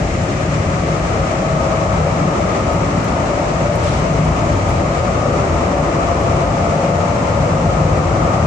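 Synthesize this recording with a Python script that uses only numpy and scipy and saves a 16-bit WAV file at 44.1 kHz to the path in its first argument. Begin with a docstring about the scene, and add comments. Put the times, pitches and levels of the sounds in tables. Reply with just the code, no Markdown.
"""Light rail car gathering speed

Inside an empty car. Noise through body and cabin resonances makes the floor boom and the wheels and rails
roar, with brief sine swells of low and middle pitch within it; two sliding sines groan once. Motor, gears and
fainter drive tones are sines that rise with speed and swell on cabin modes. Coloured noise makes the
ventilation hiss, the ticks of loose fittings and one rustle. A quick gain control and a treble cut follow.
"""
import sys
import numpy as np
from scipy import signal
from scipy.fft import rfft, irfft, next_fast_len
from scipy.io import wavfile

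SR = 44100
rng = np.random.default_rng(int(sys.argv[2]) if len(sys.argv) > 2 else 0)


def store_wav(level_fs):
    """Save 16-bit WAV to argv[1]."""
    pcm = np.round(np.clip(np.atleast_2d(level_fs), -1, 1) * 32767)
    wavfile.write(sys.argv[1], SR, pcm.T.astype(np.int16))


N = 373086
T_S = np.arange(N) / SR
SIZE = next_fast_len(N)
HZ = np.maximum(np.arange(SIZE // 2 + 1) * SR / SIZE, 1)   # FFT bins; 1 Hz floor for the log axis


def from_db(db):
    """Decibels to gain."""
    return 10 ** (np.asarray(db) / 20)


def rms_one(x):
    """Scale to rms 1."""
    return x / np.sqrt(np.mean(x ** 2) + 1e-20)


def in_time(rows):
    """Columns of a time table, interpolated at every sample."""
    s, *columns = np.transpose(rows)
    return [np.interp(T_S, s, column) for column in columns]


def at_hz(points, hz):
    """Frequency table interpolated on a log-frequency axis."""
    table_hz, values = np.array(points).T
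    return np.interp(np.log(hz), np.log(table_hz), values)


def drift(rate_hz):
    """Noise through a two-pole lowpass at rate_hz, rms 1, computed at every 40th sample."""
    r = np.exp(-2 * np.pi * rate_hz * 40 / SR)
    noise = rng.standard_normal(N // 40 + 2002)
    slow = signal.lfilter([1], [1, -2 * r, r * r], noise)[2000:]   # drop the settling
    return np.interp(np.arange(N) / 40, np.arange(len(slow)), rms_one(slow))


def resonances(modes):
    """Gain over frequency of independent resonances, whose powers add."""
    power = 0
    for hz, width_hz, db in modes:
        detuning = 2 * (HZ - hz) / width_hz
        power = power + from_db(2 * db) / (1 + detuning ** 2) ** 2
    return np.sqrt(power)


def stereo_ports():
    """Gains of shared and opposed sound at the two ports, from left-right likeness and balance."""
    # left-right correlation of the diffuse field: f/Hz, likeness/1
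    likeness = [(30, .97), (60, .995), (176, .99), (320, .9), (430, .62), (770, .57), (1040, .02),
                (1700, -.3), (2300, .17), (3380, -.12), (4000, 0)]
    # left-right balance of the diffuse field: f/Hz, L-R level/dB
    lean = [(30, 3.1), (113, 2.7), (176, 1.8), (280, -.1), (370, .8), (500, 4.5), (600, 3), (800, 3.8),
            (1040, 2.8), (1620, 5.6), (2170, 6.4), (3700, -.5), (5500, 2.6), (7070, -3), (9500, -6)]
    alike = np.clip(at_hz(likeness, HZ), -1, 1)
    tilt = from_db(at_hz(lean, HZ) / 2) ** np.array([[1], [-1]])
    return tilt * np.sqrt(1 + alike), tilt * np.sqrt(1 - alike) * [[1], [-1]]


SHARED, OPPOSED = stereo_ports()


def diffuse(gain):
    """Reverberant noise of a given colour: alike at both ports in the bass, unrelated in the top; mid rms 1."""
    real, imag = rng.standard_normal((2, 2, len(HZ)))
    mid, side = gain * (real + 1j * imag)
    pair = irfft(SHARED * mid + OPPOSED * side, SIZE)[:, :N]
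    return pair / np.sqrt(np.mean(pair.mean(axis=0) ** 2))


def ventilation(rough):
    """Steady duct hiss as coloured noise, shaken by the rail roughness, with one slight swell."""
    # hiss spectral density: f/Hz, level/dB
    air_colour = [(760, -43.5), (1300, -10), (1560, -9), (1950, -7), (2250, -7.5), (2500, -10), (2900, -13),
                  (3400, -17.5), (4600, -19), (6200, -17), (7100, -18), (8000, -24), (8900, -29.5),
                  (9500, -38), (10000, -41.5), (10900, -82), (11400, -125)]
    air_db, air_db_per_s = -32.5, -0.03
    rush_s, rush_lasts_s, rush_db = 4.3, 0.45, 0.5
    rush = rush_db * np.exp(-((T_S - rush_s) / rush_lasts_s) ** 2)
    level_db = air_db + air_db_per_s * T_S + rush + 0.46 * rough + 0.43 * drift(25)
    return from_db(level_db) * diffuse(from_db(at_hz(air_colour, HZ)))


def undertone():
    """Broad body noise at a constant level."""
    # body noise spectral density: f/Hz, level/dB
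    undertone_colour = [(18, -18.5), (40, -9.5), (60, 2), (400, -7), (1500, -18.5), (2500, -32.5),
                        (6000, -120)]
    return from_db(-27) * diffuse(from_db(at_hz(undertone_colour, HZ)))


def ticks():
    """Loose fittings: noise bursts that crack, then ring more softly, each with a dull body and a crisp snap."""
    # impacts of fittings: t/s, body level/dB, snap level/dB, L-R level/dB, ring t60/s
    tick_rows = [(2.129, -47, -84, -.5, .03), (2.731, -39, -44, -9, .04), (3.043, -40, -46, -12, .04),
                 (3.7564, -34, -44, -3, 0.08), (3.84, -35, -85, -2, 0.1), (4.2474, -39, -80, -9, 0.07),
                 (4.691, -36, -47, -1, 0.08), (4.705, -41, -54, -2, .06), (6.212, -45, -50, -10, .05),
                 (7.149, -47, -85, 0, .03), (8.324, -46, -88, -5, .04)]
    # dull part, spectral density: f/Hz, level/dB
    body_colour = [(1500, -40), (2600, -13), (5000, -6), (8300, -2), (10800, -8), (11800, -68)]
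    # crisp part, spectral density: f/Hz, level/dB
    snap_colour = [(5000, -31), (8000, -5), (11500, 10), (15000, -4)]
    crack_t60_s, ring_db = .012, -8   # ring start relative to crack
    out, t = 0, np.arange(SR // 3) / SR
    for column, colour in enumerate([body_colour, snap_colour]):
        envelope = np.zeros((2, N))
        for s, *levels_db, pan_db, ring_t60_s in tick_rows:
            i = round(s * SR)
            decay = from_db(-60 * t / crack_t60_s) + from_db(ring_db - 60 * t / ring_t60_s)
            port_db = levels_db[column] + np.array([[pan_db], [-pan_db]]) / 2
            envelope[:, i:i + len(t)] += (decay * from_db(port_db))[:, :N - i]
        bursts = envelope * rng.standard_normal((2, N))
        gain = rms_one(from_db(at_hz(colour, HZ)))
        out = out + irfft(gain * rfft(bursts, SIZE), SIZE)[:, :N]
    return out


def rustle():
    """Something loose rustles in two pushes: gated coloured noise with an uneven level."""
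    # pushes: start t/s, end t/s, level/dB
    pushes = [(3.83, 3.93, -39), (3.93, 4.01, -39.5)]
    # rustle spectral density: f/Hz, level/dB
    rustle_colour = [(1500, -40), (3000, 1), (5500, -2.5), (8000, -5), (9800, -16), (11000, -58),
                     (11500, -100)]
    edge_s = .025   # linear ramp, centred on start and end
    sounding = 0
    for start, end, db in pushes:
        gate = np.clip(np.minimum(T_S - start, end - T_S) / edge_s + .5, 0, 1)
        sounding = sounding + from_db(db) * gate
    return from_db(1.1 * drift(23)) * sounding * diffuse(from_db(at_hz(rustle_colour, HZ)))


def whine():
    """Motor, gear and shaft sines locked to a wavering speed; they swell on each cabin mode and flutter."""
    # motor tone against time: t/s, f/Hz
    motor_rows = [(0, 536.7), (2.115, 555.2), (4.23, 571.3), (6.345, 586.0), (8.46, 599.8)]
    # cabin modes passed by the rising tones: f/Hz, width/Hz, left tone level/dB
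    cabin = [(541, 10, -30.5), (550, 12, -30), (565, 10, -31), (574, 5, -31), (581, 6, -28), (590, 5, -32),
             (597, 8, -32), (630, 8, -33), (641, 12, -24.5), (657, 6, -30), (663, 9, -28.5), (649, 6, -34),
             (669, 5, -33), (678, 5, -26), (682.5, 7, -24.5), (686.5, 4, -24.5), (1258, 14, -42),
             (1285, 16, -33), (1385, 30, -45), (1640, 45, -45), (1695, 30, -44), (1750, 30, -46),
             (1785, 55, -44)]
    # fainter drive tones, one cabin mode each: ratio to motor tone/1, mode f/Hz, width/Hz, left level/dB
    shafts = [(1.5, 885, 10, -34), (1.635, 924, 18, -37)]
    gear_ratio = 1.1634   # tooth mesh over motor tone
    waver_hz, jitter_hz = 0.4, 1.7   # slow and quick unevenness of the drive speed, rms at the motor tone
    right_db, flutter_rms_db = -6, 1.5
    hz, = in_time(motor_rows)
    uneven_hz = hz + waver_hz * drift(1.44) + jitter_hz * drift(9.1)
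    phase = 2 * np.pi * np.cumsum(uneven_hz) / SR
    # ratio to motor tone, share of a full turn over which port phases scatter, modes
    tones = [(1, .2, cabin), (3, 1, cabin), (gear_ratio, .15, cabin), (2 * gear_ratio, 1, cabin)]
    tones += [(ratio, .2, [mode]) for ratio, *mode in shafts]
    out = 0
    for order, spread, modes in tones:
        port_phase = spread * rng.uniform(0, 2 * np.pi, (2, 1))   # the room gives each port its own phase
        flutter_db = flutter_rms_db * np.array([drift(4), drift(4)])
        mode_gain = np.interp(order * hz, HZ, resonances(modes))
        level = mode_gain * from_db(flutter_db + [[0], [right_db]])
        out = out + np.sqrt(2) * level * np.sin(order * phase + port_phase)
    return out


def brief_swells_and_groan():
    """Brief swells within the rolling noise, and a groan sliding down: wavering sines in bell envelopes."""
    # swells of low and middle pitch: peak t/s, f/Hz, peak level/dB, 1/e length/s
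    swell_rows = [(0.554, 148.2, -18.5, 0.19), (.66, 92, -16, 0.12), (0.998, 152.3, -25, 0.36),
                  (1.55, 147, -26, .2), (2.153, 153, -29, 0.27), (2.405, 591, -24.5, 0.38),
                  (2.753, 582, -31, 0.27), (3.303, 570, -29, 0.41), (3.45, 598, -26, 0.33),
                  (3.7, 588, -23, 0.18), (4.21, 157, -18.5, 0.23), (4.6, 96, -18, 0.23),
                  (4.75, 134, -19, 0.13), (5.1, 550, -26, .3), (5.55, 80, -17.5, 0.24),
                  (5.71, 192, -22, .12), (5.904, 560, -23.5, .3), (6.35, 151.5, -21, .2),
                  (6.655, 90, -16, 0.11), (6.8, 545, -25, 0.32), (7.42, 148.7, -20, 0.3),
                  (7.75, 94, -20, 0.27), (7.97, 148, -19.5, 0.38), (8.05, 86, -19.5, 0.48)]
    # groan notes: peak t/s, f at peak/Hz, peak level/dB, 1/e length/s
    groan_rows = [(5.34, 228.5, -24.5, 0.21), (5.39, 400, -24.5, .2)]
    groan_hz_per_s = -220
    out = 0
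    for rows, slide_hz_per_s in ((swell_rows, 0), (groan_rows, groan_hz_per_s)):
        for s, hz, db, length_s in rows:
            note_hz = hz + slide_hz_per_s * (T_S - s) + 2.53 * drift(4.22)
            phase = 2 * np.pi * np.cumsum(note_hz) / SR + rng.uniform(0, 2 * np.pi)
            bell = np.exp(-(2 * (T_S - s) / length_s) ** 2)
            out = out + from_db(db) * bell * np.sin(phase)
    return out * from_db([[1.2], [-1.2]])   # leans left


def rolling(rough):
    """Rail noise through groups of body, cabin, rail and wheel resonances, each group swelling on its own."""
    # swells before share: t/s, upper drone/dB, wheel roar/dB, upper wheel ring/dB
    ride = [(0, -0.71, -2, -6.5), (.56, -0.54, -4.5, -2.5), (1.13, 0.28, -0.5, -1), (1.69, -1.5, -0.5, 0.5),
            (2.25, 0.51, 0, 0.3), (2.82, -0.089, -1.5, 0.6), (3.38, -0.54, 0.5, -0.5),
            (3.94, -0.6, -1, -0.8), (4.51, 0.22, -0.5, -0.5), (5.07, 0.1, 0.5, 0.7), (5.63, 1.1, 0.5, 0.2),
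            (6.2, 1.3, 1, 1.5), (6.76, 0.21, 1, 0), (7.32, -.6, 0.5, 0.8), (7.89, 0.36, 1.5, .4),
            (8.46, .8, 2.5, 3.5)]
    # swells before share: t/s, floor thud/dB, cabin boom/dB, lower drone/dB
    rumble = [(0, -0.5, -2, -1.5), (.6, .5, 0, -.5), (1, -3, 1, -1.5), (1.4, -2, -0.5, -1),
              (1.8, -0.5, -.5, -1), (2.2, -1, 2, .5), (2.55, -3, -2.5, 1), (3, 0, 1, 2),
              (3.4, -3.5, -0.5, -1), (3.75, 1, -0.5, -2), (4.15, -1, 0.5, 1.5), (4.6, 2.5, -.5, 1),
              (5, .5, 0.5, -1), (5.4, .5, -1.5, -0.5), (5.8, -2, -1.5, 1), (6.2, 0, -1, -1.5),
              (6.6, -1, -.5, 1.5), (7, 0, 0, -.5), (7.4, 2, 0, 1), (7.8, 3, 1.5, 1), (8.46, 2, 0, 0)]
    # swells before share: t/s, body bounce/dB, low rail roar/dB, high rail roar/dB, lower wheel ring/dB
    roll = [(0, 2.5, -8, -3.5, -6), (.56, -2, -5.5, -5, -3), (1.13, 2, -3, -2.5, -3),
            (1.69, 0, -1, 0, -0.5), (2.25, -2, 0, 1.5, 0), (2.82, 0, -2, -1.5, 0), (3.38, -1, -0.5, 2, 0),
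            (3.94, 2.5, -2.5, -0.5, -0.5), (4.51, 3, -2.5, 2, 1.5), (5.07, 1, 2, 1, -1.5),
            (5.63, 1, -0.5, 0.5, 1.5), (6.2, 3, 1.5, 0, 0.5), (6.76, -1, 1, 1.5, 0.5),
            (7.32, -0.5, 2, 1.5, 2.5), (7.89, 3.5, 3.5, 0.5, .5), (8.46, 1.5, 0, 1, 2.5)]
    # resonance groups, in the order of swells below: f/Hz, width/Hz, level within group/dB
    bodies = [
        [(57.5, 18, 0)],
        [(81.2, 16, -3), (92, 10, -4), (112.2, 16.5, -1.5)],
        [(150.3, 22, 0), (177.4, 26, -3)],
        [(225.2, 70, -0.5), (285.5, 45, -1.5)],
        [(339, 48, 0), (386, 75, -3.5), (447, 45, -1.5)],
        [(496, 41, -3), (524, 24, -2), (544.6, 19, 0.5)],
        [(565, 22, 0), (584.7, 12, 0.5), (607.7, 25, -1.5)],
        [(649, 52, -1), (687, 62, 0.6), (736.5, 46, -1.5), (782, 58, -3)],
        [(844, 46, -1), (887, 37, -0.5), (924, 33, 1), (981, 54, -5.5), (1031, 78, -1)],
        [(1135, 100, -1.5), (1236, 104, 0), (1308, 256, -6)],
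    ]
    # one row per group: level/dB, share of its swell followed/1
    follows = [(-29, 1.3), (-23, 1.27), (-22.5, 1.3), (-27, 1.4), (-28, 1.5), (-28.5, 1.17), (-27, 1),
               (-26, 1.33), (-31, 1.23), (-29.5, 1.17)]
    drone, roar, ring = in_time(ride)
    thud, boom, low_drone = in_time(rumble)
    bounce, low_rail, high_rail, low_ring = in_time(roll)
    swells = [bounce, thud, boom, low_drone, drone, low_rail, high_rail, roar, low_ring, ring]
    out = 0
    for (db, share), swell_db, modes in zip(follows, swells, bodies):
        out = out + from_db(db + share * swell_db + 0.5 * rough) * diffuse(resonances(modes))
    return out


def scene():
    """Ventilation, body noise, fittings, drive, brief swells, groan and rolling noise summed."""
    rough = drift(12)   # rail roughness shakes body and air ducts together
    background = ventilation(rough) + undertone()
    fittings = ticks() + rustle()
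    return background + fittings + whine() + brief_swells_and_groan() + rolling(rough)


def record(dry):
    """A quick gain control eases the loudest swells down, then a lowpass cuts the top."""
    power = signal.lfilter([.001], [1, -.999], (dry ** 2).mean(axis=0))   # about 23 ms average
    loud = np.sqrt(power + 1e-12)
    gain = (1 + (loud / 0.21) ** 2) ** -.3
    stop_hz, stop_db = 15000, 70
    lowpass = signal.cheby2(24, stop_db, stop_hz, fs=SR, output="sos")
    return signal.sosfilt(lowpass, from_db(1.03) * gain * dry)


dry = scene()
out = record(dry)
store_wav(out)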